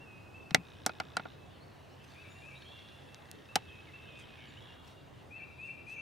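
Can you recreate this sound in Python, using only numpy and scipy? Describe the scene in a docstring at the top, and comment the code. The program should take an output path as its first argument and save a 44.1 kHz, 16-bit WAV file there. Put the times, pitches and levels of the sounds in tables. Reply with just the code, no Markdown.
"""A few sharp, close clicks knock a small hard body, like a hand-held camera's, and make it ring.
Around it are quiet woods, where songbirds whistle sliding notes that echo among the trunks.
The camera's lens drive ticks and whirs faintly, and there are two dry snaps and a few soft rustles.
Under it all lie a distant rumble, gently moving air and a faint low hum."""
import sys
import numpy as np
from scipy import signal
from scipy.fft import rfft, irfft, next_fast_len
from scipy.io import wavfile
from scipy.ndimage import uniform_filter1d, map_coordinates

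SR = 44100
rng = np.random.default_rng(int(sys.argv[2]) if len(sys.argv) > 2 else 0)


def persist_wave(psi):
    """Save psi, clipped to +-1, as 16-bit WAV."""
    counts = np.round(np.clip(psi, -1, 1) * 32767).astype(np.int16)
    wavfile.write(sys.argv[1], SR, np.atleast_2d(counts).T)


N = 265023
TIME = np.arange(N) / SR


def amp(db):
    """Turn decibels into a number to multiply by."""
    return 10 ** (np.asarray(db) / 20)


def unit(x):
    """Scale a signal to an average power of 1."""
    return x / np.sqrt(np.mean(x ** 2) + 1e-20)


def along(points, hz):
    """Read between (Hz, value) points, giving each octave the same room."""
    point_hz, values = np.transpose(points)
    return np.interp(np.log(hz + 1), np.log(point_hz + 1), values)


def wobble(rate):
    """A smooth curve through `rate` random values a second."""
    return map_coordinates(rng.standard_normal(int(N * rate / SR) + 4), [TIME * rate])


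def gate(t, start, stop, ramp_s):
    """Rise from start, hold, and fall to nothing at stop."""
    return np.clip(np.minimum(t - start, stop - t) / ramp_s, 0, 1)


def add(track, start, sound):
    """Mix a sound into a track, from `start` seconds on."""
    part = track[..., max(0, round(start * SR)):][..., :sound.shape[-1]]
    part += sound[..., :part.shape[-1]]


def panned(x, db):
    """Make a stereo sound whose left side is `db` louder than its right."""
    return x * amp([[db / 2], [-db / 2]])


def filtered(x, response):
    """Multiply each frequency in x by response(hz)."""
    n = x.shape[-1]
    size = next_fast_len(n + SR // 4)
    return irfft(rfft(x, size) * response(np.fft.rfftfreq(size, 1 / SR)), size)[..., :n]


def leaned(x, points):
    """Pan each frequency by its own amount, given (Hz, dB of left over right) points."""
    return filtered(x, lambda hz: amp(np.outer([0.5, -0.5], along(points, hz))))


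def resonances(modes, hz):
    """How strongly an object answers each frequency, given its (Hz, width in Hz, dB) ringing tones."""
    return sum((-1) ** k * amp(db) * 1j * hz * width / (centre ** 2 - hz ** 2 + 1j * hz * width)
               for k, (centre, width, db) in enumerate(modes))


def pulse(colour, size=4096):
    """The most sudden pulse that has the given (Hz, dB) tone colour (minimum phase)."""
    cepstrum = irfft(np.log(amp(along(colour, np.fft.rfftfreq(size, 1 / SR)))))
    cepstrum[1:size // 2] *= 2
    cepstrum[size // 2 + 1:] = 0
    return irfft(np.exp(rfft(cepstrum)))


def rush(colour, patchy_db):
    """Wide stereo noise with a (Hz, dB) tone colour and random louder and softer patches."""
    # How alike the two sides are. Each row: frequency in Hz, likeness from 0 to 1.
    likeness = [(35, 0.1), (75, 0.82), (120, 0.79), (240, 0.12), (480, 0.12), (950, 0.148), (1890, 0.55),
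                (3770, 0.82), (7520, 0.84), (15000, 0.26)]
    # Which way the noise leans. Each row: frequency in Hz, left over right in dB.
    lean = [(60, -3), (130, 1), (290, -0.5), (640, -0.5), (1410, -0.5), (3100, 0), (6820, 0.0),
            (15000, 0.0)]

    def middle_and_side(hz):
        angle = np.arccos(along(likeness, hz)) / 2
        return amp(along(colour, hz)) * [np.cos(angle), np.sin(angle)]

    spectra = signal.stft(rng.standard_normal((2, N)), nperseg=512)[2]
    patches = uniform_filter1d(rng.standard_normal(spectra.shape[1:]), size=5, axis=0)
    patches = unit(uniform_filter1d(patches, size=16, axis=1))
    noise = signal.istft(spectra * amp(patchy_db * patches), nperseg=512)[1][:, :N]
    mid, side = filtered(noise, middle_and_side)
    return unit(leaned(np.array([mid + side, mid - side]), lean))


def hush(rumble_db=-58, air_db=-56.5, calming_db_per_s=0.2154):
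    """A distant, gently swelling rumble under faint moving air that slowly calms."""
    # Tone colours of the rumble and the air. Each row: frequency in Hz, relative level in dB.
    rumble_colour = [(20, -43), (30, -31), (40, -13), (62, -10), (85, 2.5), (110, -1), (135, -5.5),
                     (170, -4), (250, -16.5), (400, -12.5), (900, -64.5)]
    air_colour = [(100, -11.5), (250, 1), (400, -1.5), (700, -3), (1100, -7), (1600, -11.5), (2200, -16),
                  (3600, -22), (5000, -25), (8000, -31), (11000, -33.5), (15500, -35.5)]
    rumble = amp(rumble_db + 0.97 * wobble(4.56)) * rush(rumble_colour, patchy_db=0.5)
    air = amp(air_db - calming_db_per_s * TIME) * rush(air_colour, patchy_db=1.4)
    return rumble + air


def drone(hz=134, waver_hz=2.57, level_db=-63.5):
    """A faint low hum that wavers in pitch and strength."""
    phase = 2 * np.pi * np.cumsum(hz + waver_hz * wobble(9)) / SR
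    return panned(amp(level_db + 2.03 * wobble(6)) * np.sin(phase), db=-6)


def rustles():
    """Brief, soft brushing sounds: fluttering swells of noise."""
    # The swells. Each row: time of the peak in seconds, half length in seconds, level in dB.
    brushes = [(2.044, .012, -67), (2.118, 0.07, -66), (4.201, 0.026, -61), (4.887, 0.048, -64),
               (5.68, 0.088, -70), (5.915, 0.039, -61.5)]
    # Their tone colour. Each row: frequency in Hz, relative level in dB.
    colour = [(200, -26), (700, -13.5), (2000, 0.5), (4500, -2.5), (8000, -8.5), (15000, -19)]
    swell = sum(amp(db) * np.exp(-((TIME - peak) / half) ** 2) for peak, half, db in brushes)
    return swell * amp(2.2 * wobble(150)) * rush(colour, patchy_db=4.5)


def woods(call, fade_s, echo_db, side_db):
    """Trunks scatter a call into an echo, nearly alike on both sides, that falls 60 dB in fade_s."""
    t = np.arange(SR) / SR
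    tails = rng.standard_normal((2, SR)) * amp(-60 * t / fade_s) * (1 - np.exp(-t / 0.012))
    tails *= amp(echo_db) / np.linalg.norm(tails[0])
    mid, side = signal.fftconvolve(call[None], tails, axes=1)[:, :N]
    return call + mid + amp(side_db) * np.array([side, -side])


def whistles(notes, fade_share, swell_db_per_octave, warble_hz):
    """Pure notes that glide through a start, middle and end pitch, and may warble on the way."""
    out = np.zeros(N)
    for start, length, pitches, db, depth_hz in notes:
        t = np.arange(int(length * SR)) / SR
        progress = t / length
        glide = np.polyval(np.polyfit([0, 0.5, 1], pitches, 2), progress)
        pitch = glide + depth_hz * np.sin(2 * np.pi * (warble_hz * t + rng.random()))
        shape = np.sin(np.pi / 2 * gate(progress, 0, 1, fade_share))
        swell_db = swell_db_per_octave * np.log2(pitches[2] / pitches[0]) * (progress - 0.5)
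        add(out, start, amp(db + swell_db) * shape * np.sin(2 * np.pi * np.cumsum(pitch) / SR))
    return out


def bird_haze():
    """The farthest birds blur into a high haze of noise."""
    # How loud the haze is. Each row: time in seconds, level in dB.
    levels = [(0, -74.5), (1.5, -67), (3.4, -65.5), (4.5, -62.5), (5.3, -69)]
    # Its tone colour. Each row: frequency in Hz, relative level in dB.
    colour = [(1200, -34.5), (1800, 2.5), (2300, -1.5), (2800, 3), (3300, -1), (3800, -2), (4500, -11),
              (5500, -28), (9000, -51)]
    return amp(np.interp(TIME, *np.transpose(levels))) * rush(colour, patchy_db=4)


def far_birds(arch_s=0.0482, sag_s=0.173, rise_s=0.089):
    """Birds farther off whistle and chirp, blurred by long echoes."""
    # One bird pairs a short arched note with a long sagging one. Each row: start in seconds, base
    # pitch in Hz, level in dB, then the long note's delay in seconds, base pitch in Hz, level in dB.
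    pairs = [(0, 2786, -54.5, 0.05, 2553, -56.5), (0.341, 2693, -51, 0.14, 2515, -60),
             (3.486, 2720, -52.5, .165, 2575, -56.5), (3.932, 2720, -48, 0.13, 2523, -57.5)]
    # Another repeats a slightly rising note. Each row: start in seconds, base pitch in Hz, level in dB.
    rises = [(1.126, 2720, -64), (1.374, 2735, -66), (1.99, 2780, -63.5), (2.345, 2874, -58),
             (2.711, 2886, -57.5), (3.07, 2797, -60)]
    # Scattered chirps, most of them buzzy. Each row: start and length in seconds,
    # first and last pitch in Hz, level in dB, warble depth in Hz.
    chirps = [(.89, 0.039, 2610, 2515, -57, 2), (1.602, 0.049, 3950, 4500, -65, 90),
              (1.88, .07, 3150, 5700, -73.5, -3), (2.093, 0.0465, 4920, 4450, -67, 200),
              (2.295, 0.042, 6820, 7040, -66.5, 40), (2.548, 0.042, 3700, 3870, -57, 132),
              (2.609, 0.033, 4350, 4300, -62, 0), (2.641, .13, 3100, 3423, -54.5, 110),
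              (2.782, 0.085, 3380, 3370, -59.5, 93), (3.679, 0.054, 3390, 3120, -60, 60),
              (3.866, 0.042, 2400, 2050, -58.5, 2), (4.055, 0.044, 2750, 3140, -59, 0),
              (4.204, .05, 3420, 3100, -58.5, 88), (4.364, 0.102, 2344, 2210, -59.5, 98),
              (4.477, 0.033, 7460, 7000, -70, 149), (4.567, 0.025, 2730, 3080, -53.5, -3),
              (4.609, 0.062, 3320, 3340, -57, 65), (4.617, 0.347, 3710, 3760, -72, 52),
              (4.68, 0.051, 2850, 2785, -58.5, 1), (4.96, 0.0676, 2890, 2750, -67, 0.5),
              (5.93, .08, 6640, 6160, -70, 253)]
    # Start, middle and end pitch, as multiples of the base pitch.
    arch, sag, rise = np.array([(0.94, 0.99, 0.95), (1.03, 0.99, 1.012), (0.94, 0.96, 0.95)])
    notes = [(start, arch_s, arch * hz, db, 0) for start, hz, db, *_ in pairs]
    notes += [(start + delay, sag_s, sag * hz, db, 0) for start, _, _, delay, hz, db in pairs]
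    notes += [(start, rise_s, rise * hz, db, 0) for start, hz, db in rises]
    for start, length, first_hz, last_hz, db, depth_hz in chirps:
        middle_hz = first_hz + 0.8 * (last_hz - first_hz)  # glides fast, then settles
        notes.append((start, length, (first_hz, middle_hz, last_hz), db, depth_hz))
    calls = whistles(notes, fade_share=0.17, swell_db_per_octave=-1, warble_hz=69.6)
    return panned(woods(calls, fade_s=1.4, echo_db=-1, side_db=-12.5), db=-1)


def near_bird(dip_s=0.0405):
    """The nearest bird, to the left, repeats an upward slide that runs into a quick dip."""
    # Its phrases. Each row: start in seconds, slide length in seconds, top pitch in Hz, level in dB.
    phrases = [(2.15, .085, 2656, -56), (2.41, .09, 2660, -53), (5.303, 0.088, 2710, -48),
               (5.579, .092, 2730, -45), (5.862, 0.093, 2707, -45)]
    # Start, middle and end pitch, as shares of the top pitch.
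    slide, dip = np.array([(0.87, 0.957, 1), (0.98, 0.856, 0.95)])
    notes = []
    for start, length, hz, db in phrases:
        notes.append((start, length, slide * hz, db, 0))
        notes.append((start + length, dip_s, dip * hz, db - 2, 0))
    song = whistles(notes, fade_share=0.19, swell_db_per_octave=29, warble_hz=0)
    return panned(woods(song, fade_s=0.74, echo_db=-0.5, side_db=-8.5), db=4.5)


def lens_ticks(steps_per_s=59.94, slowest_at=0.4, slow_width=0.28):
    """Each step of the lens drive taps the barrel; the steps weaken and limp where the drive slows."""
    # Runs of the drive. Each row: start and stop in seconds, relative level in dB, slowing from 0 to 1.
    runs = [(.615, 1.352, -60.5, 0), (2.063, 4.765, -60.5, 1)]
    # The slow gears catch. Each row: time in seconds, relative level in dB.
    catches = [(2.621, -57), (2.791, -59), (2.887, -59), (3.256, -63), (3.456, -60)]
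    # The barrel's ringing tones. Each row: pitch in Hz, width in Hz, relative level in dB.
    barrel = [(1644, 53, 0.5), (2850, 320, -6), (3380, 670, -6), (3690, 290, -0.5), (5580, 370, -18)]
    steps = np.arange(0.635, N / SR, 1 / steps_per_s)
    every_other = np.arange(len(steps)) % 2 == 0
    scatter = rng.standard_normal(len(steps))
    limp_db = -4 - 10 * every_other - 0.5 * scatter  # every other step nearly drops out
    taps = np.zeros(N)
    for start, stop, db, slowing in runs:
        progress = (steps - start) / (stop - start)
        slowness = slowing * np.exp(-((progress - slowest_at) / slow_width) ** 2)
        step_db = db + 0.46 * scatter + slowness * limp_db
        taps[(steps * SR).astype(int)] += amp(step_db) * gate(steps, start, stop, ramp_s=0.028)
    for start, db in catches:
        add(taps, start, amp([db]))
    # A moment of gear chatter follows each tap.
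    decay = amp(-60 * TIME[:SR // 50] / 0.025)
    chatter = signal.fftconvolve(taps, decay)[:N] * np.sign(rng.standard_normal(N))
    ticks = filtered(taps + amp(-19) * chatter, lambda hz: resonances(barrel, hz))
    return panned(amp(40.5) * ticks, db=0.5)


def zoom_whir(start=2.03, stop=5, level_db=-73.5, fade_db_per_s=3.5):
    """The zoom gears make a thin whir that fades as they run."""
    # The whir's tone colour. Each row: frequency in Hz, relative level in dB.
    colour = [(2500, -23), (4200, -4.5), (5400, 4), (6500, 3.5), (8000, -5), (8500, 5), (9100, -4),
              (9500, 3), (9900, 4), (10400, -2), (11200, -1.5), (12500, -12.5), (15000, -7)]
    level = amp(level_db - fade_db_per_s * (TIME - start)) * gate(TIME, start, stop, ramp_s=0.21)
    return level * rush(colour, patchy_db=-2)


def snaps():
    """Tiny dry snaps: one sharp spike each, thin in the bass and with no ring."""
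    # Each row: time in seconds, level in dB, top of the treble in Hz, left over right in dB.
    spikes = [(3.1456, -19.5, 6300, 2), (3.3145, -19.5, 11400, -4.5)]
    out = np.zeros((2, N))
    for start, db, top_hz, pan_db in spikes:
        spike = pulse([(100, -25), (1500, -8), (3500, -1), (5000, 0), (top_hz, -2), (2 * top_hz, -26)])
        add(out, start, panned(amp(db) * spike, pan_db))
    return out


def thuds(hz=165, fade_s=0.056, attack_s=0.0012):
    """Around the hardest clicks, the whole body rocks for a few cycles."""
    # Dull, low jolts. Each row: start in seconds, level in dB.
    jolts = [(0.516, -31), (0.551, -32), (0.581, -34), (.597, -38), (3.56, -35.5)]
    out, t = np.zeros(N), TIME[:SR // 6]
    rocking = amp(-60 * t / fade_s) * (1 - np.exp(-t / attack_s)) * np.sin(2 * np.pi * hz * t)
    for start, db in jolts:
        add(out, start, amp(db) * rocking)
    return panned(out, db=5.5)


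def clicks(crack_fade_s=0.017, crack_attack_s=0.00069, tail_fade_s=0.057):
    """Each contact cracks and rings the same small body, with its own brightness and favoured tone."""
    # Each row: start in seconds; relative levels in dB of the whole click, its low thump, its snap
    # and its treble; favoured tone in Hz; that tone's strength in dB; left over right in dB.
    contacts = [(.508, -20.5, 7, 5.5, 1, 3680, -6, -1), (0.5461, 3, 10, 6.5, 9, 1943, 3, 0.5),
                (.8629, -1, 8.5, -1.5, 13, 5550, 0, -0.5), (.8936, -9, 2, -4.5, -20, 1420, -22, 0.5),
                (1.0009, -1, -1.5, -4.5, -11, 1420, -31, -1), (1.1686, 0, -2, -2.5, -8.5, 9000, 11, -.5),
                (1.196, -13.5, 7.5, -3.5, -32, 1420, -4, -1), (1.2546, -14.5, 9, -9, -42, 1420, -6, -2),
                (3.5561, -6, 9, 7, 10.5, 2930, 11, 0), (3.5584, -1, 6.5, -2.5, 8.5, 808, 9, -1)]
    # The body's ringing tones. 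Each row: pitch in Hz, width in Hz, relative level in dB.
    body_tones = [(180, 67, 3), (257, 15, -5.5), (467, 49, 5), (652, 81, 12.5), (759, 44, 15.5),
                  (867, 47, 11), (1188, 22, -13), (1240, 27, -7.5), (1420, 105, 10.5), (1740, 86, -0.5),
                  (2062, 73, 6), (2254, 28, 3), (2317, 94, -1), (2710, 240, -12.5), (4010, 140, 3.5),
                  (4630, 220, 0.5), (5550, 430, 0), (6810, 380, -6), (7720, 1000, -8), (9700, 530, -33),
                  (12960, 790, -21)]
    # Tones that shake the two microphones in opposite directions, with the same columns.
    sway_tones = [(290, 67, 5), (620, 190, -8.5), (1387, 120, -13), (2102, 230, -29.5)]
    # Tone colours. Each pair: frequency in Hz, relative level in dB.
    crack_colour = [(100, -7), (400, -14), (2000, 1.5), (5000, -3), (9000, -20.5),
                    (13000, -30.5), (16000, -33)]
    tail_colour = [(60, -36), (250, -22), (900, -20), (2500, -25.5), (6000, -42), (14000, -59)]
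    out, t = np.zeros((2, N)), TIME[:SR // 6]
    tap = signal.unit_impulse(len(t))
    body = filtered(tap, lambda hz: resonances(body_tones, hz))
    sway = filtered(tap, lambda hz: resonances(sway_tones, hz))
    ring = np.array([body + sway, body - sway])
    for start, db, thump_db, snap_db, treble_db, ring_hz, ring_db, pan_db in contacts:
        noise = rng.standard_normal((3, len(t)))
        crack = noise[0] * amp(-60 * t / crack_fade_s) * (1 - np.exp(-t / crack_attack_s))
        crack = filtered(crack / np.linalg.norm(crack), lambda hz: amp(along(crack_colour, hz)))
        crack = leaned(crack, [(5000, 0), (13000, 13)])  # more treble on the left
        # A weak, scattered tail, different on each side.
        tail = filtered(noise[1:] * amp(-60 * t / tail_fade_s), lambda hz: amp(along(tail_colour, hz)))
        knock_db = -2.5 + 0.56 * thump_db  # the hollow knock grows with the thump
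        blow = pulse([(40, -7.5), (170, thump_db), (330, thump_db), (560, knock_db), (790, knock_db),
                      (1400, 4.5), (2100, snap_db), (3400, snap_db),
                      (8000, treble_db), (13000, treble_db), (16000, treble_db - 11.5)])
        click = signal.fftconvolve(ring + crack + tail, blow[None], axes=1)
        click = filtered(click, lambda hz: 1 + resonances([(ring_hz, 0.085 * ring_hz, ring_db)], hz))
        add(out, start, panned(amp(db) * click, pan_db))
    return out


def scene():
    """The woods and their birds, with the small close sounds on top."""
    outdoors = hush() + drone() + near_bird() + far_birds() + bird_haze()
    return outdoors + clicks() + snaps() + thuds() + lens_ticks() + zoom_whir() + rustles()


def record(dry, top_hz=15950):
    """The camera cuts off the very highest treble."""
    return filtered(dry, lambda hz: 1 / (1 + (hz / top_hz) ** 120))


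dry = scene()
out = record(dry)
persist_wave(out)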